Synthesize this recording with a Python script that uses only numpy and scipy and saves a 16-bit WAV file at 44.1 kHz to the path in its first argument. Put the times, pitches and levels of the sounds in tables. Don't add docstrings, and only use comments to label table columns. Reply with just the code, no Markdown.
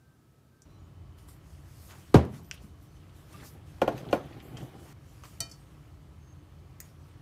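import sys
import numpy as np
from scipy import signal
from scipy.fft import rfft, irfft, next_fast_len
from scipy.io import wavfile
from scipy.ndimage import uniform_filter1d

SR = 44100
rng = np.random.default_rng(int(sys.argv[2]) if len(sys.argv) > 2 else 0)


def volts_from_decibels(level):
    exponent = np.asarray(level, float) / 20
    return 10 ** exponent


def materialize(psi):
    bounded = np.clip(np.atleast_2d(psi).T, -1, 1)
    quanta = np.round(bounded * 32767).astype(np.int16)
    wavfile.write(sys.argv[1], SR, quanta)


N = 318181
KITCHEN_CUT_S, BOWL_CUT_S = 0.654, 4.93


def evened(x):
    return x / np.sqrt(np.mean(x ** 2) + 1e-20)


def read(points, hz):
    f, value = np.transpose(points)
    return np.interp(np.log(hz + 1), np.log(f + 1), value)


def add(mix, s, sound):
    part = mix[round(s * SR):][:len(sound)]
    part += sound[:len(part)]


def noise(spectrum, size):
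    hz = np.fft.rfftfreq(size, 1 / SR)
    white = rfft(rng.standard_normal(size))
    return evened(irfft(white * volts_from_decibels(read(spectrum, hz)), size))


def long_noise(spectrum):
    return noise(spectrum, next_fast_len(N))[:N]


def flicker(samples, size):
    once = uniform_filter1d(rng.standard_normal(size), samples)
    return evened(uniform_filter1d(once, samples))


def fuzzy(hz, width_hz):
    r = np.exp(-np.pi * width_hz / SR)
    poles = [1, -2 * r * np.cos(2 * np.pi * hz / SR), r * r]
    return evened(signal.lfilter([1], poles, rng.standard_normal(N)))


# f/Hz, t60/s
TAIL_T60 = [(100, 0.87), (300, 0.28), (1000, 0.32), (3000, 0.28), (8000, 0.21), (15000, 0.15)]


def tail(spectrum, stretch, size):
    t, hz = np.arange(size) / SR, np.fft.rfftfreq(size, 1 / SR)
    z, out = rfft(noise(spectrum, size)), np.zeros(size)
    for centre_hz in 60 * 2. ** np.arange(9):
        band = np.maximum(1 - abs(np.log2((hz + 1) / centre_hz)), 0)
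        swelling = 1 - np.exp(-(t * (centre_hz + 100) * 0.34) ** 2)
        decay = volts_from_decibels(-60 * t / (stretch * read(TAIL_T60, centre_hz)))
        out += irfft(z * band, size) * swelling * decay
    return out


# f/Hz, density/dB per Hz
FLAT = [(50, 0), (20000, 0)]


def echoed(ring, stretch):
    walls = tail(FLAT, stretch, size=8000)
    return signal.fftconvolve(ring, walls / np.linalg.norm(walls))[:len(ring)]


# f/Hz, density/dB per Hz
LIVING = [(12, -52), (20, -17), (50, -5.5), (130, 4), (198, -8.5), (234, -6), (558, -17), (1120, -23),
          (1260, -20), (1370, -26), (1570, -23), (2020, -29), (13500, -36), (16000, -37)]
KITCHEN = [(12, -54), (20, -16), (48, -10), (88, 2), (134, -7), (255, -19.5), (285, -13), (422, -18.5),
           (459, -22), (624, -22), (825, -25), (1120, -25), (1480, -31.5), (12400, -48.5), (16000, -48.5)]
LIVING_DB, KITCHEN_DB = -61, -52
# f/Hz, width/Hz, level/dB
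HUM_BODY = [(58.8, 8.2, -60), (83.9, 11, -56.5), (140, 22.4, -57), (299.5, 26, -68), (632, 73, -92.5),
            (1130, 29, -82)]
# f/Hz, level/dB
WHINES = [(1297, -79.5), (3020, -87), (1190, -87.5), (4300, -90)]


def hum():
    t = np.arange(N) / SR
    kitchen = volts_from_decibels(KITCHEN_DB - 3) * long_noise(KITCHEN)
    for hz, width_hz, db in HUM_BODY:
        kitchen += volts_from_decibels(db) * fuzzy(hz, width_hz)
    for hz, db in WHINES:
        kitchen += volts_from_decibels(db + 2 + 3.1 * flicker(2000, N)) * np.sin(2 * np.pi * hz * t)
    return np.where(t < KITCHEN_CUT_S, volts_from_decibels(LIVING_DB) * long_noise(LIVING), kitchen)


# start t/s, length t/s, f/Hz, level/dB
SQUEAKS = [(0, 0.16, 1560, -77), (0, 0.62, 1297, -81.5), (0.666, 0.73, 3020, -81.5),
           (4.457, 0.48, 3020, -76.5), (0.512, 0.14, 1564, -76.5), (0.664, 0.19, 5830, -83),
           (.78, .1, 6800, -83), (0.67, 0.15, 4000, -79), (1.46, .15, 8700, -82), (2.385, .05, 14150, -80),
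           (2.415, .098, 14000, -70), (2.859, 0.14, 6100, -80), (4.158, 0.045, 6160, -69),
           (4.2, .075, 6140, -76), (4.205, 0.048, 6800, -80), (5.58, 0.086, 8500, -77),
           (6.166, 0.14, 6370, -78), (6.263, 0.085, 6410, -72), (6.33, 0.11, 6370, -85),
           (6.948, 0.14, 5980, -86), (7, 0.037, 7750, -84), (7.06, 0.1, 8500, -82)]


def squeaks(mix):
    for s, length_s, hz, db in SQUEAKS:
        t = np.arange(round(length_s * SR)) / SR
        waver = volts_from_decibels(min(hz / 1800, 4.0) * flicker(250, len(t)))
        turns = hz * t + 0.054 * flicker(150, len(t))
        fade = signal.windows.tukey(len(t), min(hz / 9000, .5))
        add(mix, s, volts_from_decibels(db + 3) * waver * np.sin(2 * np.pi * turns) * fade)


def swell(t, start, peak, end, db):
    peak = max(peak, start + .004)
    up = np.sin(np.pi / 2 * np.clip((t - start) / (peak - start), 0, 1)) ** 1.9
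    down = np.exp(-(2.08 * np.maximum(t - peak, 0) / max(end - peak, .02)) ** 1.57)
    return volts_from_decibels(db) * up * down * ((t < BOWL_CUT_S) | (start > BOWL_CUT_S))


def patchy(x):
    z = signal.stft(x, nperseg=256)[2]
    patches = uniform_filter1d(rng.standard_normal(z.T.shape), 20, 0)
    patches = uniform_filter1d(patches, 4, 1)
    return signal.istft(z * volts_from_decibels(2 * evened(patches.T)), nperseg=256)[1][:len(x)]


# f/Hz, density/dB per Hz
CLOTH = [(3500, -2.5), (5500, 4.5), (8000, 2), (12500, 0.5), (16000, -5.5)]
SKIN = [(600, 3.5), (1000, 6.5), (2000, 3), (3200, 1), (5000, -9), (7000, -24.5)]
RUMBLE = [(60, -22), (120, 14), (200, 2), (330, 4.5), (550, -6.5), (800, -4), (1200, -43.5)]
SILK = [(5000, -29), (7500, -2), (9000, -2.5), (10500, -0.5), (12500, 3), (14000, -3), (16000, -6)]
# t/s, effort level/dB
EFFORT = [(.66, -79), (.95, -84), (1.4, -78), (2.1, -59), (2.42, -68.5), (2.75, -80), (3.0, -66.5),
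          (3.35, -60.5), (3.6, -69.5), (3.92, -40.5), (4.2, -45), (4.45, -49.5), (4.62, -50.5),
          (4.925, -57.5), (4.935, -73), (5.4, -63), (5.95, -78), (7.21, -65.5)]
# level/dB at full effort, slope/dB per dB
FOLLOW = [
    (-70.5, 0.32),
    (-59.5, 0.47),
    (-47, 0.97),
]
FULL_EFFORT_DB = -44.5
# start t/s, peak t/s, end t/s, level/dB
SWISHES = [(.68, .71, 0.74, -76), (1.172, 1.19, 1.37, -67), (1.278, 1.292, 1.39, -62),
           (1.36, 1.51, 1.9, -68.5), (1.55, 1.87, 2.5, -62), (1.88, 1.92, 1.88, -58),
           (2.29, 2.355, 2.47, -61.5), (2.42, 2.45, 3.6, -74), (2.51, 2.545, 2.57, -59),
           (2.59, 2.635, 2.74, -66), (2.77, 2.83, 2.95, -73), (2.85, 2.97, 3.4, -75),
           (3.11, 3.165, 3.36, -71), (3.24, 3.34, 3.67, -63), (3.39, 3.47, 3.54, -55), (3.63, 3.69, 4, -69),
           (3.95, 3.985, 4.04, -62), (4.1, 4.115, 4.17, -61), (4.565, 4.58, 4.85, -64),
           (4.7, 4.89, 6, -62.5), (4.935, 5.14, 6.7, -68.5), (5.228, 5.245, 5.45, -59),
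           (6.83, 6.85, 7, -66), (6.95, 7.07, 7.15, -78)]
SCRAPES = [(1.158, 1.18, 2.3, -71.5), (1.866, 1.915, 2.01, -55), (2.302, 2.356, 2.44, -60.5),
           (2.521, 2.55, 2.7, -64), (3.258, 3.34, 3.7, -62), (3.368, 3.41, 3.5, -57.5),
           (3.936, 3.977, 4.08, -54), (4.033, 4.083, 4.26, -57.5), (4.555, 4.577, 4.68, -54),
           (4.803, 4.914, 5.4, -66), (5.232, 5.249, 5.29, -52.5), (5.548, 5.75, 6.3, -73)]
SHOVES = [(2.22, 2.302, 2.5, -47), (2.562, 2.617, 2.57, -58), (3.31, 3.343, 4.1, -55),
          (3.38, 3.438, 3.47, -53), (3.527, 3.573, 2.6, -58), (3.895, 3.938, 3.88, -38),
          (4.034, 4.098, 4.18, -40), (4.5, 4.543, 4.74, -47), (4.575, 4.622, 4.7, -43.5),
          (4.7, 4.78, 4.99, -52.5)]
BRUSHES = [(1.164, 1.186, 1.1, -70), (1.265, 1.293, 1.42, -61.5), (1.7, 1.903, 1.75, -62),
           (2.143, 2.152, 2.2, -54), (2.81, 2.83, 2.9, -69), (3.14, 3.165, 3.44, -70),
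           (3.43, 3.468, 3.62, -60.5), (3.98, 4.01, 3.8, -66), (4.12, 4.137, 4.2, -55),
           (4.24, 4.265, 3.9, -70), (4.417, 4.43, 4.66, -64), (4.6, 4.635, 4.76, -69),
           (7.04, 7.08, 7.12, -75.5)]


def hands():
    t = np.arange(0, N + 64, 64) / SR
    now = np.arange(N) / SR
    effort_db = np.interp(t, *np.transpose(EFFORT)) - FULL_EFFORT_DB
    cloth, skin, counter = (volts_from_decibels(db + slope * effort_db) ** 2 for db, slope in FOLLOW)
    swish, scrape, shove, brush = (sum(swell(t, *row) ** 2 for row in rows)
                                   for rows in (SWISHES, SCRAPES, SHOVES, BRUSHES))
    skin_in_swish = volts_from_decibels(2 * -9.5) * swish
    layers = [  # colour, power, grain dB, grain samples
        (CLOTH, cloth + swish, 1.2, 30),
        (SKIN, skin + scrape + skin_in_swish, 1.74, 80),
        (RUMBLE, counter + shove, 2.2, 400),
        (SILK, brush, 1.1, 30)]
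    rub = 0
    for colour, power, grain_db, grain_n in layers:
        level = np.interp(now, t, np.sqrt(power))
        rub = rub + long_noise(colour) * level * volts_from_decibels(grain_db * flicker(grain_n, N))
    return patchy(rub) * (now > KITCHEN_CUT_S)


def tick(s, db, hz, second_hz, t60, tail_db):
    t = np.arange(8000) / SR
    low, high = sorted((hz, second_hz))
    rise = 1 - np.exp(-(t * low * 1.57) ** 2)
    ring = np.sin(2 * np.pi * hz * t) + 0.31 * np.sin(2 * np.pi * second_hz * t)
    ring *= volts_from_decibels(db - 60 * t / t60) * rise
    colour = [(low / 1.8, -30), (low, 0), (high, 0), (high * 2.0, -25), (high * 4, -60)]
    snap = rise * volts_from_decibels(db - 9.0 - 60 * t / 0.0059) * noise(colour, len(t))
    room = volts_from_decibels(tail_db) * tail(colour, 0.31, size=len(t))
    return s, ring + snap + volts_from_decibels(-8.5) * echoed(ring, 0.92) + room


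# t/s, peak level/dB, f/Hz, second f/Hz, tail level/dB
HELD = [(1.287, -44, 1130, 4000, -68), (2.251, -42, 3000, 9200, -67), (2.251, -46, 13500, 9200, -65),
        (2.5121, -22, 5550, 4770, -50), (2.5123, -20.5, 2826, 1490, -60), (2.5122, -33, 7600, 9300, -60),
        (2.5165, -23.5, 2650, 1500, -66), (2.5122, -33, 1500, 1100, -66), (2.6365, -33.5, 195, 130, -66),
        (4.523, -29.5, 345, 140, -54), (4.61, -42, 130, 768, -68), (5.2366, -33.5, 1200, 2900, -76),
        (5.2366, -41, 3000, 6500, -66), (6.8036, -34, 1950, 2230, -62), (6.804, -35, 5000, 5500, -60)]
RESTING = [(.620, -44, 5950, 7300, -59), (1.186, -54, 2980, 6500, -68), (2.4455, -53, 5960, 3200, -69),
           (2.4455, -61, 8500, 10500, -75), (2.576, -49, 3080, 3450, -63), (3.43, -48, 1340, 350, -50),
           (4.089, -43, 3300, 3900, -70), (4.27, -52, 2270, 3030, -72), (4.323, -50, 1910, 3380, -56),
           (4.4012, -47, 3160, 1860, -53), (4.4012, -54, 5000, 7000, -68), (4.57, -46, 4570, 7200, -51.5),
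           (5.236, -46.5, 6340, 8900, -62), (5.878, -63, 2840, 2330, -68)]
FREE = [(1.2866, -54, 8100, 9100, -60), (2.541, -54, 11500, 9000, -58), (3.327, -50, 8900, 2740, -56.5),
        (3.341, -46.5, 1190, 2690, -70), (3.537, -60, 11100, 6960, -67), (3.9795, -48, 4737, 3200, -69),
        (3.988, -50, 6100, 4730, -62), (4.5696, -39.5, 3180, 1210, -52), (4.111, -50, 6000, 6900, -60),
        (6.8024, -33.5, 6800, 8300, -44.5), (6.803, -39, 15300, 15250, -54), (3.817, -46, 12900, 4300, -58),
        (3.877, -48, 12800, 3000, -62), (5.404, -46, 15400, 13500, -62), (6.8035, -35, 12100, 12900, -50)]
GRIT = [(1.1238, -58, 2990, 4000, -75), (1.298, -52, 11500, 9000, -68), (1.909, -50, 2370, 3500, -62),
        (2.3365, -54, 1520, 3000, -72), (2.9676, -54, 3010, 6000, -75), (3.0953, -55, 2860, 4000, -71),
        (3.4011, -52, 2740, 1500, -66), (3.9792, -40, 2610, 6100, -60), (3.986, -50, 3300, 2300, -64),
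        (4.053, -53, 3270, 5500, -68), (4.1153, -48, 2830, 6010, -62), (4.33, -52, 2530, 4500, -68),
        (4.486, -53, 2242, 3100, -64), (4.6097, -48, 2800, 3300, -58), (4.7818, -56, 3100, 2210, -65),
        (5.2545, -47, 4700, 7000, -62)]


def touches(mix):
    for rows, cycles in ((HELD, 12.6), (RESTING, 39), (FREE, 84), (GRIT, 32)):
        for s, db, hz, second_hz, tail_db in rows:
            add(mix, *tick(s, db, hz, second_hz, cycles / hz, tail_db))


def blow(row, modes, crack, lag_s, spread, crack_hz, crack_t60, stretch, soft=2.25):
    s, ring_db, crack_db, tail_db = row
    t, ring = np.arange(16000) / SR, 0
    for hz, db, t60 in modes:
        late = np.maximum(t - lag_s * (500 / hz) ** spread, 0)
        rise = 1 - np.exp(-late * hz * soft)
        ring = ring + volts_from_decibels(db - 60 * late / t60) * rise * np.sin(2 * np.pi * hz * late)
    ring = ring + volts_from_decibels(-18.0) * echoed(ring, 0.4)
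    treble = signal.butter(2, crack_hz, "high", fs=SR)
    snap = evened(signal.lfilter(*treble, noise(crack, len(t))))
    contact = 1 - np.exp(-(t / .0003) ** 2)
    snap = snap * volts_from_decibels(crack_db - 60 * t / crack_t60) * contact
    early = 1 + 1.2 * np.exp(-t / .015)
    return s, volts_from_decibels(ring_db) * ring + snap + volts_from_decibels(tail_db) * early * tail(crack, stretch, size=len(t))


# t/s, ring level/dB, crack level/dB, tail level/dB
BOWL_BLOWS = [
    (5.404, -30.5, -38, -44),
    (5.407, -66, -29, -63),
]
SPOON_BLOWS = [
    (5.496, -64, -72, -63),
    (5.5132, -46, -72, -57.5),
    (5.536, -64, -72, -68),
]
LATE_SWELL = (5.518, -47, -80, -70)
# level/dB, t60/s
BOWL_HZ = [120, 673, 1324, 1890, 2415, 3056, 3774, 4490, 4524, 4544, 5213, 5232, 5860, 5927, 6476, 7036,
           7850, 8300, 8720, 9738, 11700]
BOWL_RING = [(-5.5, 0.12), (-13, 0.2), (-20, 0.3), (-18, 0.2), (-16.5, 0.31), (-12, 0.23), (-14, .17),
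             (-1, 0.14), (-12, 0.25), (-32, 0.11), (-17, .16), (-16, 0.19), (2.5, 0.043), (-23, 0.31),
             (-20, .1), (-10, 0.069), (-1, 0.031), (3, 0.024), (4.5, 0.015), (-22, .06), (-2, 0.013)]
# f/Hz, level/dB, t60/s
SPOON = [(5222, 2, .05), (5246, -11, .2), (5927, -5, .06), (7031, -14, .08), (7768, -10, .045),
         (8300, -14, .03), (4490, -14, .1)]
LOWER_PAIR = [(4490, 0, .07), (4520, -8, .15)]
# f/Hz, density/dB per Hz
BRIGHT_CRACK = [(300, 1.5), (2000, -10), (3500, -34), (5000, -0.5), (6000, 0), (8500, -3.5), (12000, -11),
                (16000, -18)]


def spoon_on_bowl(mix):
    bowl = [(hz, *ring) for hz, ring in zip(BOWL_HZ, BOWL_RING)]
    for row in BOWL_BLOWS:
        add(mix, *blow(row, bowl, BRIGHT_CRACK, lag_s=0.001, spread=0.49,
                       crack_hz=2560, crack_t60=0.021, stretch=1.0))
    for row in SPOON_BLOWS:
        add(mix, *blow(row, SPOON, BRIGHT_CRACK, lag_s=0.00058, spread=0.76,
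                       crack_hz=3506, crack_t60=.03, stretch=0.74, soft=.15))
    add(mix, *blow(LATE_SWELL, LOWER_PAIR, BRIGHT_CRACK, lag_s=.0005, spread=.6,
                   crack_hz=3500, crack_t60=.03, stretch=.7, soft=.05))


# t/s, ring level/dB, crack level/dB, tail level/dB
LID_BLOWS = [
    (3.816, -12.5, -33, -30.5),
    (3.8765, -16.5, -44, -32),
    (4.127, -12.5, -35, -28),
]
SHIVERS = [
    (3.818, -52, -80, -80),
    (3.878, -50, -80, -80),
    (3.976, -54, -80, -80),
]
# f/Hz, level/dB, t60/s
LID = [(130, -22, 0.26), (303, -5.5, 0.055), (365, -15.5, 0.15), (440, -17, 0.14), (559, -2, 0.049),
       (217.5, -13, 0.11), (692.5, -2, 0.042), (892, -12, 0.037), (1045, -10.5, 0.053), (1430, -16, 0.084),
       (1680, -22, 0.036), (2386, -20.5, 0.046), (2900, -11, .012), (3170, -16, 0.02), (4310, -19.5, 0.011)]
LID_SWING = [(600, 9, .012), (1100, -5, .008)]
LID_GLASS = [(12850, 0, .08), (6150, -4, .09), (8500, -8, .07), (4720, -6, .05), (3300, -8, .05)]
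# f/Hz, density/dB per Hz
LID_CRACK = [(88, -29), (150, -16), (566, -1), (1260, -18.5), (1390, -18), (1900, -24.5), (2450, -28.5),
             (3770, -33.5), (4160, -34.5), (12900, -49.5), (16000, -56)]


def lid_laid_aside(mix):
    for row in LID_BLOWS:
        add(mix, *blow(row, LID + LID_SWING, LID_CRACK, lag_s=0.00376, spread=0.563,
                       crack_hz=1810, crack_t60=0.06, stretch=1.0))
    for row in SHIVERS:
        add(mix, *blow(row, LID_GLASS, BRIGHT_CRACK, lag_s=.0005, spread=.6,
                       crack_hz=3500, crack_t60=.03, stretch=.7, soft=.1))


# t/s, ring level/dB, crack level/dB, tail level/dB
JAR_BLOWS = [
    (2.142, -5.5, -20.5, -20.5),
    (2.154, -21.5, -28, -38),
]
# f/Hz, level/dB, t60/s
COUNTER = [(80.7, -7.5, 0.23), (125.4, 2, 0.15), (175.2, -11.5, 0.156), (195, -2, 0.093), (212, -15, 0.46),
           (248.6, -21, .2), (291, -13, .12), (318.7, -19.5, 0.18), (361, -18.5, .25), (417, -12, 0.11),
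           (490, -21.5, 0.23), (570, -23, 0.28), (634, -17, 0.12), (706, -11, .09), ]
JAR_SWING = [(350, 15, .012), (765, -7, 0.01), (1130, -11, 0.018), (913, -20.5, .14), (982, -17, .12),
             (788, -20.5, .2), (1230, -28, 0.12), (1599, -24, 0.09)]
# f/Hz, density/dB per Hz
JAR_CRACK = [(88, -40), (150, -9), (414, -5.5), (612, -14), (979, -18), (1360, -23.5), (2650, -32),
             (2980, -33), (5250, -39.5), (12200, -49), (16000, -55)]


def jar_set_down(mix):
    for row in JAR_BLOWS:
        add(mix, *blow(row, COUNTER + JAR_SWING, JAR_CRACK, lag_s=0.00274, spread=0.63,
                       crack_hz=710, crack_t60=0.069, stretch=1.05))


def scene():
    mix = hum() + hands()
    squeaks(mix)
    touches(mix)
    spoon_on_bowl(mix)
    lid_laid_aside(mix)
    jar_set_down(mix)
    return mix[None]


def roll_off(x):
    return signal.sosfilt(signal.butter(12, 16650, fs=SR, output="sos"), x)


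def record(dry):
    bass_cut = signal.butter(4, 45., "high", fs=SR, output="sos")
    top_cut = signal.firwin(511, 15620., fs=SR)
    heard = signal.oaconvolve(signal.sosfilt(bass_cut, dry), top_cut[None], "same")
    return roll_off(2 * np.tanh(heard / 2))


dry = scene()
out = record(dry)
materialize(out)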